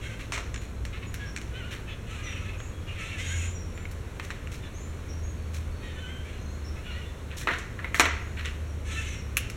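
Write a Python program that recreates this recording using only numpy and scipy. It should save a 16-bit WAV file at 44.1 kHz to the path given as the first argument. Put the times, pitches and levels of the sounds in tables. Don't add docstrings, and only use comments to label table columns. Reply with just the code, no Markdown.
import sys
import numpy as np
from scipy import signal
from scipy.fft import rfft, irfft, next_fast_len
from scipy.io import wavfile
from scipy.ndimage import map_coordinates

SR = 44100
rng = np.random.default_rng(int(sys.argv[2]) if len(sys.argv) > 2 else 0)


def inscribe(sig):
    pcm = np.round(np.clip(np.atleast_2d(sig).T, -1, 1) * 32767)
    wavfile.write(sys.argv[1], SR, pcm.astype(np.int16))


N = 421596

# t/s, shell knock/dB, thud/dB, tick/dB, snap/dB,
# shell pitch/Hz, hollow ring/dB, litter crunch/dB, first flight/s (a bounce only if over 4 ms)
LANDINGS = [(0.3217, -38.5, -32, -29.5, -56, 2280, 5, 3, 0.014),
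            (0.377, -48, -28.5, -35.5, -66, 2040, 5, -1.5, 0.0038),
            (0.543, -36, -52, -35, -61, 1700, 2, -8.5, .018),
            (0.852, -42, -53, -36.5, -52, 1600, 3, -4, 0.0016),
            (1.142, -40, -53, -35, -43, 2290, 2, -2.5, 0.00095),
            (1.3631, -36.5, -51, -30, -55, 2390, 8, -8, .011), (1.415, -49, -57, -41, -57, 2260, 2, -2, 0),
            (2.6025, -39.5, -33, -51, -62, 2680, 8, -10, 0),
            (3.7761, -46, -45, -60, -61, 2100, 5, -1, 0.0039),
            (3.8538, -41, -55, -58, -65, 2300, 12, -11, 0.0018),
            (3.9142, -57, -64, -45, -51, 1860, 3, -2, 0.0047),
            (4.1976, -34.5, -34, -41, -56, 1960, 6, -7, 0.0006),
            (4.3044, -38, -39, -40.5, -56, 1800, 5, -3, 0.0059),
            (4.4728, -46.5, -64, -48, -70, 2370, 6, -11, 0),
            (7.4122, -41, -53, -44, -50, 1730, 11, -1.5, 0.0012),
            (7.4727, -26.5, -16, -40, -51, 1849, 10.5, -1, .0145),
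            (7.5366, -34, -36, -43, -65, 1400, 8, -1.5, 0.00072),
            (7.5853, -55, -43, -36, -53, 1710, 6, 0, 0.0015),
            (7.7912, -44.5, -32.5, -61, -76, 1802, 10, 0, 0.0021),
            (7.8443, -39.5, -31, -55, -59, 2100, 12, 0.5, 0.0003),
            (7.9447, -30.5, -25, -42, -49, 1870, 12, 0, 0.001),
            (7.997, -16.5, -8, -14.5, -27.5, 2004, 5.5, -3.5, 0.0069),
            (8.0552, -25.5, -22, -39, -44, 2030, 4, -5, 0.0044),
            (8.456, -32, -52, -30.5, -62, 2870, 13, -9, 0.001),
            (9.3697, -26.5, -39, -22.5, -24.5, 2770, 12, -5.5, 0.0065),
            (9.5, -47, -55, -35.5, -43, 2490, 3, -4, 0)]
# f/Hz, level/dB
SHELL = [(150, -76), (400, -6), (800, -21), (1100, -1), (1450, 2), (2000, 6.5), (2600, 5), (3300, -1),
         (4200, -5), (6000, -24.5), (10000, -113)]
THUD = [(100, -41), (210, -9.5), (280, 4), (460, 3), (600, -2.5), (690, 5.5), (810, -6), (925, 4.5),
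        (1090, 3.5), (1330, 6.5), (2500, -9), (6000, -82)]
TICK = [(800, -56), (2500, -14), (4500, 3), (5500, 3.5), (7300, 0), (9200, -8.5), (12000, -58),
        (15500, -62)]
SNAP = [(2000, -112), (7000, -35), (9500, 8.5), (12000, 10), (13500, 1), (15500, 3.5)]
# t/s, relative body/dB, relative crackle/dB
LEAF_BRUSHES = [(0.1971, -38.5, -49.5), (0.339, -30.5, -44), (0.616, -46, -51), (1.716, -35, -45),
                (4.2303, -48, -46.5), (4.521, -42.5, -44), (5.541, -43, -43), (7.3092, -39.5, -72),
                (7.374, -42, -37), (7.5092, -30.5, -46.5), (7.826, -48, -61), (7.9478, -47, -35),
                (8.3763, -33, -52), (8.4502, -32.5, -48)]
# t/s, length/s, start f/Hz, end f/Hz, relative level/dB, flutter/share of pitch
BIRD_NOTES = [(0.421, .48, 4110, 4090, -58, 0.0045), (0.53, .12, 6970, 6870, -48, .01),
              (1.058, 0.06, 6900, 6790, -48, .012), (1.251, .07, 5710, 5560, -42.5, 0.031),
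              (2.23, .12, 5940, 5630, -40.5, .008), (2.573, 0.15, 6640, 6750, -50.5, .015),
              (2.58, .12, 7350, 7500, -52, .02), (2.722, 0.22, 3350, 3224, -53, 0.0054),
              (3.25, 0.27, 6720, 6980, -39, 0.019), (3.441, .14, 7150, 7200, -45, 0.017),
              (3.54, 0.13, 5780, 5560, -42, 0.0076), (3.737, 0.13, 7200, 7190, -51, 0.011),
              (4.734, 0.084, 6200, 6770, -45, 0.033), (4.796, .12, 7100, 7120, -48.5, .01),
              (5.08, 0.075, 5830, 5630, -42, 0.033), (5.22, .11, 6500, 6700, -47.5, 0.013),
              (5.367, 0.1, 4470, 4370, -54, .003), (5.704, .15, 4440, 4330, -50, .003),
              (6.40, .2, 6000, 6940, -54.5, 0.043), (6.319, .4, 4135, 4280, -55, .004),
              (6.638, 0.072, 5590, 5370, -42.5, .035), (7.04, 0.093, 3440, 3580, -53, .006),
              (8.19, 0.16, 6610, 6880, -57, .008), (8.662, 0.1, 5800, 5600, -52.5, .02),
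              (9.06, 0.078, 6160, 6070, -41, .018), (9.122, 0.097, 5674, 5570, -42.5, .008)]
# t/s, length/s, start f/Hz, end f/Hz, tone/dB, overtone boost/dB, rasp/dB, hiss/dB
JAY_CALLS = [(0, 0.19, 1664, 1547, -45, -6, -40, -52), (0.923, 0.08, 1300, 1354, -56, 6, -41, -64),
             (1.019, 0.051, 1146, 1093, -53, 4, -41.5, -64),
             (1.185, 0.13, 1657, 1635, -42, -15, -46.5, -68),
             (1.508, 0.26, 1487, 1373, -49, 2.5, -45.5, -72),
             (1.868, 0.094, 1280, 1340, -53.5, 12, -40.5, -64),
             (2.058, 0.34, 1284, 1207, -50.5, -5, -40, -53),
             (2.231, 0.41, 1357, 1247, -54.5, 6, -42, -58.5), (2.86, 0.18, 1192, 1235, -55, 7, -42.5, -61),
             (2.971, 0.27, 1376, 1270, -56, 14.5, -37, -48.5), (3.17, 0.15, 1500, 1574, -49, 5, -35, -44.5),
             (3.229, .33, 1622, 1552, -50, -2, -38, -43.5), (4.619, 0.089, 1770, 1680, -52, 2, -47, -62),
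             (5.798, 0.26, 1900, 1696, -50, -2, -45.5, -60), (5.949, 0.34, 1520, 1603, -48, 2.5, -50, -64),
             (6.23, 0.21, 1624, 1710, -62, 4, -46.5, -59), (6.754, 0.073, 1250, 1303, -57, 7, -48, -70),
             (6.828, 0.27, 1414, 1442, -51.5, 5.5, -44, -68), (8.84, 0.41, 1346, 1268, -56, -2, -36.5, -45)]
# multiple of the pitch, relative level/dB
WHEEZE_OVERTONES = [(2, -1.5), (3, -35), (4, -21.5), (5, -20.5)]
# f/Hz, level/dB
JAY_RASP = [(600, -42), (1100, -15), (1350, -3.5), (1900, 1), (2500, 4.5), (3000, -1), (3800, -3.5),
            (5000, -16), (8000, -35)]
JAY_HISS = [(3000, -31), (5500, 3), (7000, 5), (8500, -1.5), (10000, -9), (12000, -12.5), (15500, -30)]
# f/Hz, t60/s
NEAR_TRUNKS = [(200, 0.54), (2000, 0.62), (6000, 0.5), (14000, 0.02)]
FAR_WOODS = [(200, 0.27), (2000, 0.83), (6000, 0.7), (14000, 0.2)]
# t/s, firing rate/Hz, relative level/dB
LOW_ENGINE = [(0, 67, -48), (.75, 62, -37.5), (2.05, 61.5, -49), (2.3, 87, -38.5), (2.7, 89, -45),
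              (3.45, 85.7, -33.5), (4.2, 83, -43), (4.85, 81, -42.5), (5.15, 80.4, -34), (6.2, 78.2, -41.5),
              (6.65, 74.5, -37), (7.75, 73, -48), (7.93, 77, -35), (9.0, 74.8, -34), (9.56, 67, -41)]
# t/s, relative level/dB
HIGH_ENGINE = [(0, -41.5), (1.5, -41.5), (2.5, -38.5), (3.3, -44), (5.2, -45.5), (8.2, -59), (8.7, -38),
               (9.56, -36.5)]
# f/Hz, level/dB
ROAD_RUMBLE = [(15, -10), (28, -2.5), (45, 1.5), (70, 1), (110, -4.5), (160, -9.5), (300, -15),
               (520, -17.5), (800, -29), (1500, -30.5), (3000, -100)]
OPEN_AIR = [(300, -14), (780, -6), (1050, -1), (2300, -3), (3300, -9), (4200, -9), (6500, -12), (9000, -18),
            (12000, -22), (15500, -28)]


def acorns(knock_db=26.5, thud_db=18, tick_db=19, snap_db=21, ring_width_hz=360, skirt_hz=2000,
           bounce_loss_db=5, flight_ratio=.92):
    track, t = np.zeros(N), np.arange(SR // 8) / SR
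    for s, knock, thud, tick, snap, pitch_hz, ring_db, litter_db, flight in LANDINGS:
        blow, contact_s = np.zeros(SR), 0
        for k in range(3 if flight > .004 else 1):
            impact = burst(t, t60=.027, crack=1.7)
            settling_litter = amp(litter_db) * burst(t, t60=.088, crack=0)
            add(blow, contact_s, amp(-k * bounce_loss_db) * (impact + settling_litter))
            contact_s += flight * flight_ratio ** k
        add(blow, .006, amp(litter_db - 3) * scatter([1], NEAR_TRUNKS))
        add(blow, .03, amp(-20.5) * scatter([1], FAR_WOODS))
        parts = [(knock + knock_db, SHELL), (thud + thud_db, THUD),
                 (tick + tick_db, TICK), (snap + snap_db, SNAP)]
        ring = lambda hz: bump(hz, pitch_hz, ring_width_hz) - bump(hz, pitch_hz, skirt_hz) / 2
        add(track, s, coloured(blow, lambda hz: blend(hz, parts) + ring_db * ring(hz)))
    return track


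def leaves(body_db=-14, crackle_db=-13, crisp_db=-9, rise_s=.0094, t60=.3, grain_db=3):
    track, t = np.zeros(N), np.arange(SR // 3) / SR
    for s, body, crackle in LEAF_BRUSHES:
        snaps = rng.standard_normal(len(t))
        snaps *= amp(grain_db * np.repeat(rng.standard_normal(len(t)), 64)[:len(t)])
        snaps *= (1 - np.exp(-t / rise_s)) * amp(-60 * t / t60)
        middle = amp(body + body_db) * shaped(snaps, SHELL)
        treble = shaped(snaps, TICK) + amp(crisp_db) * shaped(snaps, SNAP)
        add(track, s - .008, middle + amp(crackle + crackle_db) * treble)
    return track


def birds(flutter_hz=330, fade_db=6.5, direct_db=-6, near_db=-11, far_db=-14):
    song = np.zeros(N)
    for s, length, start_hz, end_hz, db, flutter in BIRD_NOTES:
        t = np.arange(round(length * SR)) / SR
        envelope = amp(db - fade_db * t / length) * gate(t, rise=.017, fall=.025)
        phase = glide(t, start_hz, end_hz, flutter * wobble(flutter_hz, len(t)))
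        add(song, s, envelope * np.sqrt(2) * np.sin(phase))
    near = amp(near_db) * scatter(song, NEAR_TRUNKS)[:N]
    far = amp(far_db) * scatter(song, FAR_WOODS)[:N]
    return amp(direct_db) * song + near + far


def jay(waver=.02196, tone_rough=.018, rasp_rough=.0322, partial_db=6, grain_db=1.5, fade_db=9):
    track = np.zeros(N)
    for s, length, start_hz, end_hz, tone_db, bright_db, rasp_db, hiss_db in JAY_CALLS:
        t = np.arange(round(length * SR)) / SR
        n = len(t)
        drift = waver * wobble(24.15, n)
        phase = glide(t, start_hz, end_hz, drift + tone_rough * wobble(603, n))
        overtones = sum(amp(db + bright_db) * np.sin(k * phase) for k, db in WHEEZE_OVERTONES)
        tone = np.sqrt(2) * (np.sin(phase) + overtones)
        rasp_phase = glide(t, start_hz, end_hz, drift + rasp_rough * wobble(800, n)) / 3
        buzz = sum(amp(partial_db * wobble(20, n)) * np.sin(k * rasp_phase + rng.uniform(0, 2 * np.pi))
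                   for k in range(3, 13))
        rasp = unit(shaped(buzz, JAY_RASP) + amp(-1) * noise(JAY_RASP, n))
        voice = amp(tone_db) * tone + amp(rasp_db) * rasp + amp(hiss_db) * noise(JAY_HISS, n)
        effort_db = grain_db * wobble(60.3, n) - fade_db * t / length
        add(track, s, voice * gate(t / length, rise=.2, fall=.31) * amp(effort_db))
    return track + amp(-10) * scatter(track, NEAR_TRUNKS)[:N]


def engine(hz, db, octave_db, jitter_rad, waver_db=2):
    phase = 2 * np.pi * np.cumsum(hz) / SR + jitter_rad * wobble(7)
    exhaust = np.sin(phase) + amp(octave_db) * np.sin(2 * phase)
    return amp(db + waver_db * wobble(8.2)) * np.sqrt(2) * exhaust


def background(rumble_db=-38, air_db=-51.5, high_hz=103.6, wander_hz=3.996):
    rumble = amp(rumble_db + .12 * wobble(3.7)) * noise(ROAD_RUMBLE)
    air = amp(air_db + .44 * wobble(3.55)) * noise(OPEN_AIR)
    firing_hz, low_db = curves(LOW_ENGINE)
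    high_db = curves(HIGH_ENGINE)[0]
    low = engine(firing_hz, low_db - 1, octave_db=-27, jitter_rad=.38)
    high = engine(high_hz + wander_hz * wobble(2), high_db - 5.5, octave_db=-15, jitter_rad=.42)
    return rumble + air + low + high


def scatter(x, decay):
    hz, t, spectrum = signal.stft(rng.standard_normal(SR), SR, nperseg=256)
    spectrum *= amp(-60 * t / along(decay, hz)[:, None])
    tail = signal.istft(spectrum, SR, nperseg=256)[1]
    return signal.fftconvolve(x, tail / np.linalg.norm(tail))


def burst(t, t60, crack, crack_t60=.006):
    envelope = crack * amp(-60 * t / crack_t60) + amp(-60 * t / t60)
    crunch = envelope * rng.choice([-1, 1], len(t))
    return crunch / np.linalg.norm(crunch)


def glide(t, start_hz, end_hz, flutter):
    return 2 * np.pi * np.cumsum(np.linspace(start_hz, end_hz, len(t)) * (1 + flutter)) / SR


def gate(t, rise, fall):
    return np.clip(t / rise, 0, 1) * np.clip((t[-1] - t) / fall, 0, 1)


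def wobble(rate, size=N):
    knots = rng.standard_normal(int(size * rate / SR) + 4)
    return map_coordinates(knots, [np.arange(size) * rate / SR])


def coloured(x, gain_db):
    m = 2 * next_fast_len(len(x) // 2 + 4096)
    cepstrum = irfft(np.log(amp(gain_db(np.fft.rfftfreq(m, 1 / SR))) + 1e-6))
    cepstrum[1:m // 2] *= 2
    cepstrum[m // 2 + 1:] = 0
    return irfft(rfft(x, m) * np.exp(rfft(cepstrum)))[:len(x)]


def shaped(x, spectrum):
    return unit(coloured(x, lambda hz: along(spectrum, hz)))


def noise(spectrum, size=N):
    return shaped(rng.standard_normal(size), spectrum)


def blend(hz, parts):
    power = sum((amp(db) * unit(amp(along(spectrum, hz)))) ** 2 for db, spectrum in parts)
    return 10 * np.log10(power)


def bump(hz, centre, width):
    return 1 / (1 + ((hz - centre) / width) ** 2)


def along(points, hz):
    f, values = np.transpose(points)
    return np.interp(np.log(hz + 1), np.log(f + 1), values)


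def curves(rows):
    s, *columns = np.transpose(rows)
    return [np.interp(np.arange(N) / SR, s, column) for column in columns]


def add(track, s, sound):
    part = track[max(round(s * SR), 0):][:len(sound)]
    part += sound[:len(part)]


def amp(db):
    return 10 ** (np.asarray(db) / 20)


def unit(x):
    return x / np.sqrt(np.mean(x ** 2) + 1e-20)


def scene():
    return (acorns() + leaves() + birds() + jay() + background())[None]


def record(dry, notch_hz=4850, notch_width_hz=280, notch_db=-14, top_hz=16000):
    mic = coloured(dry[0], lambda hz: notch_db * bump(hz, notch_hz, notch_width_hz))
    clipped = np.clip(mic, -1, 1)
    m = next_fast_len(N + SR // 2)
    passband = np.fft.rfftfreq(m, 1 / SR) < top_hz
    return irfft(rfft(clipped, m) * passband, m)[None, :N]


dry = scene()
out = record(dry)
inscribe(out)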